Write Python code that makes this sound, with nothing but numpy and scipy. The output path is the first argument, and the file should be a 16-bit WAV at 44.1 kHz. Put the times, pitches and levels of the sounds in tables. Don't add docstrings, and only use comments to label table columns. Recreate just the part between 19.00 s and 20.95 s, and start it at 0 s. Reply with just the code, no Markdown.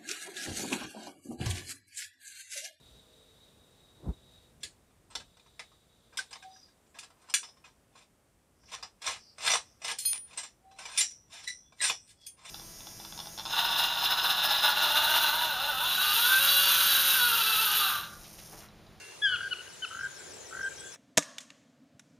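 import sys
import numpy as np
from scipy import signal
from scipy.fft import rfft, irfft, next_fast_len
from scipy.io import wavfile
from scipy.ndimage import uniform_filter1d

SR = 44100
rng = np.random.default_rng(int(sys.argv[2]) if len(sys.argv) > 2 else 0)


def store_pcm(level_fs):
    pcm = np.round(np.clip(level_fs, -1, 1) * 32767).astype(np.int16)
    wavfile.write(sys.argv[1], SR, np.atleast_2d(pcm).T)


def voltage_ratio(decibels):
    exponent = np.asarray(decibels, float) / 20
    return 10 ** exponent


N = 85995

# (frequency [Hz], density [dB])
AIR_SPECTRUM = [(600, -6.5), (1000, 3), (2500, 1.5), (4000, 2), (7600, -11), (8700, -1.5), (11200, -11),
                (15900, -17)]
# (centre [Hz], width [Hz], level [dB])
INSECT_BANDS = [(9890, 820, -61), (6260, 2050, -57)]
# (frequency [Hz], density [dB])
WIND_SPECTRUM = [(20, -37), (45, -68), (75, 6), (110, 5), (200, 0), (300, -12), (600, -24)]
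# (time [s], level [dB])
GUST_LEVEL = [(0.0, -68), (0.238, -66), (0.308, -55), (0.396, -60), (0.438, -55), (0.558, -66),
              (0.928, -66), (0.95, -61), (1.058, -58), (1.112, -67), (1.412, -63), (1.466, -70),
              (1.558, -60), (1.95, -67)]
# (time [s], level [dB])
DRONE_LEVEL = [(0.0, -59), (0.216, -55.5), (0.222, -57), (1.09, -58.5), (1.276, -52), (1.834, -53.5),
               (1.95, -58.5)]
# (frequency [Hz], density [dB])
DRONE_SPECTRUM = [(250, -6), (330, -3.5), (405, 6.5), (480, 1), (700, -3.5), (1000, -11.5)]
# (frequency [Hz], correlation [-1..1])
PORT_CORRELATION = [(60, .52), (300, .15), (700, .05), (2000, .5), (5000, .35), (9000, -.15), (14000, -.1)]
# (frequency [Hz], left minus right [dB])
PORT_BALANCE = [(60, 1.5), (500, -0.9), (2000, 2.5), (5000, 2), (10000, -3.5), (14000, 0)]
# (start [s], length [s], from [Hz], to [Hz], level [dB])
FAR_WHISTLES = [(0, .16, 2750, 2760, -51), (0, .12, 1695, 1680, -58), (0, .11, 1500, 1550, -58),
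                (0, .13, 2160, 2110, -60), (1.435, .07, 1920, 1900, -57), (1.53, .07, 1850, 2000, -54),
                (1.655, .04, 3200, 3150, -52), (.295, .04, 1230, 1280, -46), (1.778, .06, 3200, 3390, -54),
                (1.84, .10, 3400, 3380, -53), (1.775, .08, 3770, 3770, -58), (.42, .09, 4580, 4500, -54),
                (1.71, .035, 2370, 2370, -58), (1.26, .1, 1800, 1780, -63)]
# (start [s], level [dB], end of high note [Hz], middle notes [Hz], low note [Hz])
CHIRP_PHRASES = [(.565, -61, 7300, 6900, 5600), (.724, -57, 7250, 6950, 5600),
                 (.878, -54, 7250, 7050, 5700), (1.030, -53, 7150, 7250, 5800),
                 (1.183, -52, 7200, 7400, 6300), (1.330, -52, 7250, 7300, 6600),
                 (1.483, -52, 7350, 7700, 6500), (1.636, -50, 7650, 8100, 6650),
                 (1.790, -50, 7800, 8000, 6650), (1.940, -51, 7800, 8000, 6650)]
# (delay [s], length [s], level [dB])
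CHIRP_NOTES = [
    (0, .017, 4),
    (.052, .012, 2),
    (.070, .022, 3),
    (.088, .016, -1),
    (.123, .020, 1),
]
NOTE_SWELL_DB = [8, -6, -8, -6, 0]
# (delay [s], level [dB])
CHIRP_TRUNKS = [(.026, -7), (.047, -11)]
# (start [s], rattle [s], hold [s], level [dB])
CROAK_CALLS = [
    (.303, .122, .066, -38.5),
    (.904, .122, 0.056, -37),
    (1.507, .120, 0.069, -34),
]
LOW_VOICE_HZ = [1300, 1430, 1478]
HIGH_VOICE_HZ = [1500, 1575, 1583]
# (start [dB], late rattle [dB], hold [dB])
LOW_VOICE_DB = [
    [-2, -4, -4],
    [6, -5, -5],
    [3, -14, -15],
]
# (time [s], first partial [dB], second partial [dB])
YELP_LEVELS = [
    [(.216, -55, -52), (.223, -35, -33), (.235, -30, -29), (.250, -25, -26), (.268, -25, -29),
     (.290, -34, -35), (.310, -36, -36), (.346, -28, -35), (.368, -56, -48)],
    [(.506, -52, -52), (.512, -41, -36), (.526, -36, -33), (.531, -32, -28), (.535, -39, -34),
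     (.545, -64, -52)],
    [(.819, -52, -50), (.825, -42, -37), (.835, -43, -34), (.849, -35.5, -37), (.860, -60, -50)],
]
# (time [s], pitch [Hz])
YELP_PITCH = [(.216, 1660), (.232, 1695), (.247, 1682), (.267, 1588), (.285, 1530), (.323, 1485),
              (.353, 1425), (.367, 1170), (.506, 1490), (.531, 1465), (.544, 1130), (.818, 1530),
              (.836, 1520), (.846, 1475), (.860, 1150)]
# (delay [s], level [dB])
YELP_TRUNKS = [(.028, -14), (.079, -17)]


def evened(x):
    return x / np.sqrt(np.mean(x ** 2) + 1e-20)


def read(points, hz):
    f, value = np.transpose(points)
    return np.interp(np.log(hz + 1), np.log(f + 1), value)


def add(mix, start_s, sound):
    part = mix[round(start_s * SR):][:len(sound)]
    part += sound[:len(part)]


def flutter(count, span_s):
    size = max(int(span_s * SR), 1)
    smooth = uniform_filter1d(rng.standard_normal(count), size)
    return evened(uniform_filter1d(smooth, size))


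def phase(hz):
    return 2 * np.pi * np.cumsum(hz) / SR


def edges(t, length_s, edge_s):
    return np.sin(np.pi / 2 * np.clip(np.minimum(t, length_s - t) / edge_s, 0, 1)) ** 2


def closing(left_s, edge_s):
    return edges(left_s, 9, edge_s)


def hiss(shape, patchy_db, swell_db):
    frames, hz = N // 256 + 5, np.fft.rfftfreq(1024, 1 / SR)
    a, b, c, d, patches = rng.standard_normal((frames, 513, 5)).T
    patches = uniform_filter1d(patches, size=10, axis=0)
    patches = evened(uniform_filter1d(patches, size=10, axis=1))
    swell = evened(uniform_filter1d(rng.standard_normal(frames), size=8))
    same = np.clip(read(PORT_CORRELATION, hz), -1, 1)[:, None]
    lean_db = read(PORT_BALANCE, hz)[:, None] / 2
    left = a + 1j * b
    right = same * left + np.sqrt(1 - same ** 2) * (c + 1j * d)
    z = np.array([left * voltage_ratio(lean_db), right * voltage_ratio(-lean_db)])
    z = z * voltage_ratio(shape(hz)[:, None] + patchy_db * patches + swell_db * swell)
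    return evened(signal.istft(z, nperseg=1024, noverlap=768)[1][:, :N])


def echoed(x, echoes):
    out = x.copy()
    for delay_s, db in echoes:
        add(out, delay_s, voltage_ratio(db) * x[:N - round(delay_s * SR)])
    return out


def placed(x, pan_db, wet_db, t60_s, gap_s, same, even_hz=0):
    at = np.arange(0, SR - 20, 20) + rng.integers(0, 20, (2, (SR - 1) // 20))
    taps = np.zeros((2, SR))
    np.put_along_axis(taps, at, rng.choice([-1., 1.], at.shape), 1)
    t = np.arange(SR) / SR
    early = 1 + 4.3 * np.exp(-t / 0.012)
    taps = taps * voltage_ratio(-60 * t / t60_s) * np.clip((t - gap_s) / 0.0012, 0, 1) * early
    taps = np.array([taps[0], same * taps[0] + np.sqrt(1 - min(same, 1) ** 2) * taps[1]])
    wet = signal.fftconvolve(x[None], taps / np.linalg.norm(taps[0]), axes=1)[:, :N]
    if even_hz:
        wet = np.diff(wet, prepend=0) / (2 * np.sin(np.pi * even_hz / SR))
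    sway, sway_s = .4, .003
    wet = wet * (1 - sway / 2 + sway * flutter(N, sway_s))
    return (np.array([x, x]) + voltage_ratio(wet_db) * wet) * voltage_ratio(np.array([[pan_db], [-pan_db]]) / 2)


def drone():
    level_db = np.interp(np.arange(N) / SR, *np.transpose(DRONE_LEVEL))
    spectrum = [(150, -44)] + DRONE_SPECTRUM + [(2000, -101)]
    return voltage_ratio(level_db) * hiss(lambda hz: read(spectrum, hz), 0.93, 0.17)


def wind():
    level_db = 2.5 + np.interp(np.arange(N) / SR, *np.transpose(GUST_LEVEL))
    spectrum = WIND_SPECTRUM + [(1200, -62)]
    return voltage_ratio(level_db) * hiss(lambda hz: read(spectrum, hz), 0.93, 0.28)


def leaves():
    spectrum = [(300, -57)] + AIR_SPECTRUM
    return voltage_ratio(-53) * hiss(lambda hz: read(spectrum, hz), patchy_db=1.6, swell_db=0.11)


def insects():
    out = np.zeros((2, N))
    for centre_hz, width_hz, db in INSECT_BANDS:
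        band = hiss(lambda hz: np.maximum(-12 * ((hz - centre_hz) / width_hz) ** 2, -80), 1.6, 1.0)
        out = out + voltage_ratio(db) * band
    return out


def far_birds():
    out = np.zeros(N)
    fade_db, edge_s = -7, .006
    for start_s, length_s, hz, end_hz, db in FAR_WHISTLES:
        t = np.arange(0, length_s, 1 / SR)
        a = phase(hz + (end_hz - hz) * t / length_s + 8 * flutter(len(t), 0.027))
        level = voltage_ratio(db + fade_db * t / length_s) * (1 + 0.38 * flutter(len(t), 0.0027))
        add(out, start_s, level * edges(t, length_s, edge_s) * np.cos(a))
    return out


def chirps():
    out = np.zeros(N)
    top_hz, middle_end_hz, low_end_hz, rough = 8400, 6100, 5200, .15
    for start_s, db, top_end_hz, middle_hz, low_hz in CHIRP_PHRASES:
        sweeps = [(top_hz, top_end_hz)] + [(middle_hz, middle_end_hz)] * 3 + [(low_hz, low_end_hz)]
        for (delay_s, length_s, note_db), (hz, end_hz), swell_db in zip(CHIRP_NOTES, sweeps, NOTE_SWELL_DB):
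            t = np.arange(0, length_s, 1 / SR)
            a = phase(hz + (end_hz - hz) * (t / length_s) ** 0.803)
            swell = swell_db * (t / length_s - (swell_db > 0))
            level = voltage_ratio(db + note_db + swell) * (1 + rough * flutter(len(t), 0.0011))
            add(out, start_s + delay_s, level * edges(t, length_s, 0.00037) * np.cos(a))
    return out


def croaks():
    out = np.zeros(N)
    beat_s, beat_open, leak, hold_rise_s, close_s = .0207, .78, .18, .009, .016
    burst_rise_hz, burst_spread_db, swell_db = 90, 1.0, -13
    side_hz, side_db, octave_db = 400, -20, -22
    rattle_rough, hold_rough = .2, .07
    for (start_s, rattle_s, hold_s, db), low_db in zip(CROAK_CALLS, LOW_VOICE_DB):
        length_s = rattle_s + hold_s
        t = np.arange(0, length_s, 1 / SR)
        rattling = t < rattle_s
        knots_s = [0, rattle_s * .9, rattle_s * 1.055]
        beat = np.minimum(((t - rattle_s) % beat_s) / (beat_s * beat_open), 1)
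        rise_hz = burst_rise_hz * (beat - .5) * rattling
        low, high = (phase(np.interp(t, knots_s, hz) + rise_hz + 10 * flutter(len(t), 0.0032))
                     for hz in (LOW_VOICE_HZ, HIGH_VOICE_HZ))
        tone = np.cos(high) + voltage_ratio(np.interp(t, knots_s, low_db)) * np.cos(low)
        side_level = voltage_ratio(side_db + np.interp(t, knots_s, [0, 0, -10]))
        tone = tone + side_level * np.cos(high + 2 * np.pi * side_hz * t)
        tone = tone + voltage_ratio(octave_db) * np.cos(2 * high) * (0.72 + 0.34 * flutter(len(t), 0.0038))
        held = np.minimum((t - rattle_s) / hold_rise_s, 1)
        gate = leak + np.where(rattling, np.sin(np.pi * beat), held)
        spread_db = burst_spread_db * flutter(len(t), 0.0094) * rattling
        swell = voltage_ratio(db + swell_db * np.clip(1 - t / rattle_s, 0, 1) + spread_db)
        rough = np.interp(t, knots_s, [rattle_rough, rattle_rough, hold_rough])
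        grain = 1 + rough * flutter(len(t), 0.0016)
        envelope = edges(t, length_s, 0.012) * closing(length_s - t, close_s)
        add(out, start_s, np.sqrt(2) * tone * gate * swell * envelope * grain)
    return out


def yelps():
    out = np.zeros(N)
    third_db, fourth_db, half_db, strain_db = -13.5, -34, -28, -27
    bill_hz, bill_width_hz, bill_rough = 4150, 250, .4
    edge_s, close_s, rough = 0.0014, .005, 0.011
    break_db, break_lead_s, break_grain_s = -30, .009, .0008
    for rows in YELP_LEVELS:
        s, first_db, second_db = np.transpose(rows)
        t = np.arange(s[0], s[-1], 1 / SR)
        hz = np.interp(t, *np.transpose(YELP_PITCH))
        a = phase(hz)
        bill = voltage_ratio(third_db) / (1 + ((3 * hz - bill_hz) / bill_width_hz) ** 2)
        bill = bill * (1 + bill_rough * flutter(len(t), 0.0013))
        upper = np.cos(2 * a) + bill * np.cos(3 * a) + voltage_ratio(fourth_db) * np.cos(4 * a)
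        half = voltage_ratio(half_db) * np.clip((t - s[0] - .04) / 0.021, 0, 1) * np.cos(3 * a / 2)
        strain = voltage_ratio(strain_db) * np.cos(3 * a) * (0.36 + flutter(len(t), 0.006))
        tone = voltage_ratio(np.interp(t, s, first_db)) * (np.cos(a) + half + strain)
        tone = tone + voltage_ratio(np.interp(t, s, second_db)) * upper
        crack = voltage_ratio(break_db) * np.exp(-((t - s[-1] + break_lead_s) / 0.0023) ** 2)
        grain = 1 + rough * flutter(len(t), 0.0016) + 10 * crack * flutter(len(t), break_grain_s)
        envelope = edges(t - s[0], s[-1] - s[0], edge_s) * closing(s[-1] - t, close_s)
        add(out, s[0], np.sqrt(2) * tone * grain * envelope)
    return out


def scene():
    bed = drone() + wind() + leaves() + insects()
    deep = placed(far_birds(), pan_db=1.5, wet_db=-7, t60_s=.5, gap_s=.01, same=.6)
    small = placed(echoed(chirps(), CHIRP_TRUNKS), pan_db=8, wet_db=0, t60_s=.3, gap_s=.004, same=.3)
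    croak = placed(croaks(), pan_db=2.0, wet_db=-11, t60_s=1.2, gap_s=.02, same=.8)
    yelp = placed(echoed(yelps(), YELP_TRUNKS), pan_db=3.0, wet_db=-12, t60_s=.66, gap_s=.0327,
                  same=.93, even_hz=2340)
    return bed + deep + small + croak + yelp


def low_pass(x):
    return signal.sosfilt(signal.butter(12, 15960, fs=SR, output="sos"), x)


def record(dry):
    lag_s, low_cut_hz, edge_hz = 2.2e-5, 60, 15760
    size = next_fast_len(N + 4096)
    hz = np.arange(size // 2 + 1) * SR / size
    late = np.exp(-2j * np.pi * hz * lag_s * np.array([[1], [0]]))
    response = late * (hz < edge_hz) / np.sqrt(1 + (low_cut_hz / (hz + 1)) ** 8)
    mix = irfft(rfft(dry, size) * response, size)[:, :N]
    return low_pass(mix)


dry = scene()
out = record(dry)
store_pcm(out)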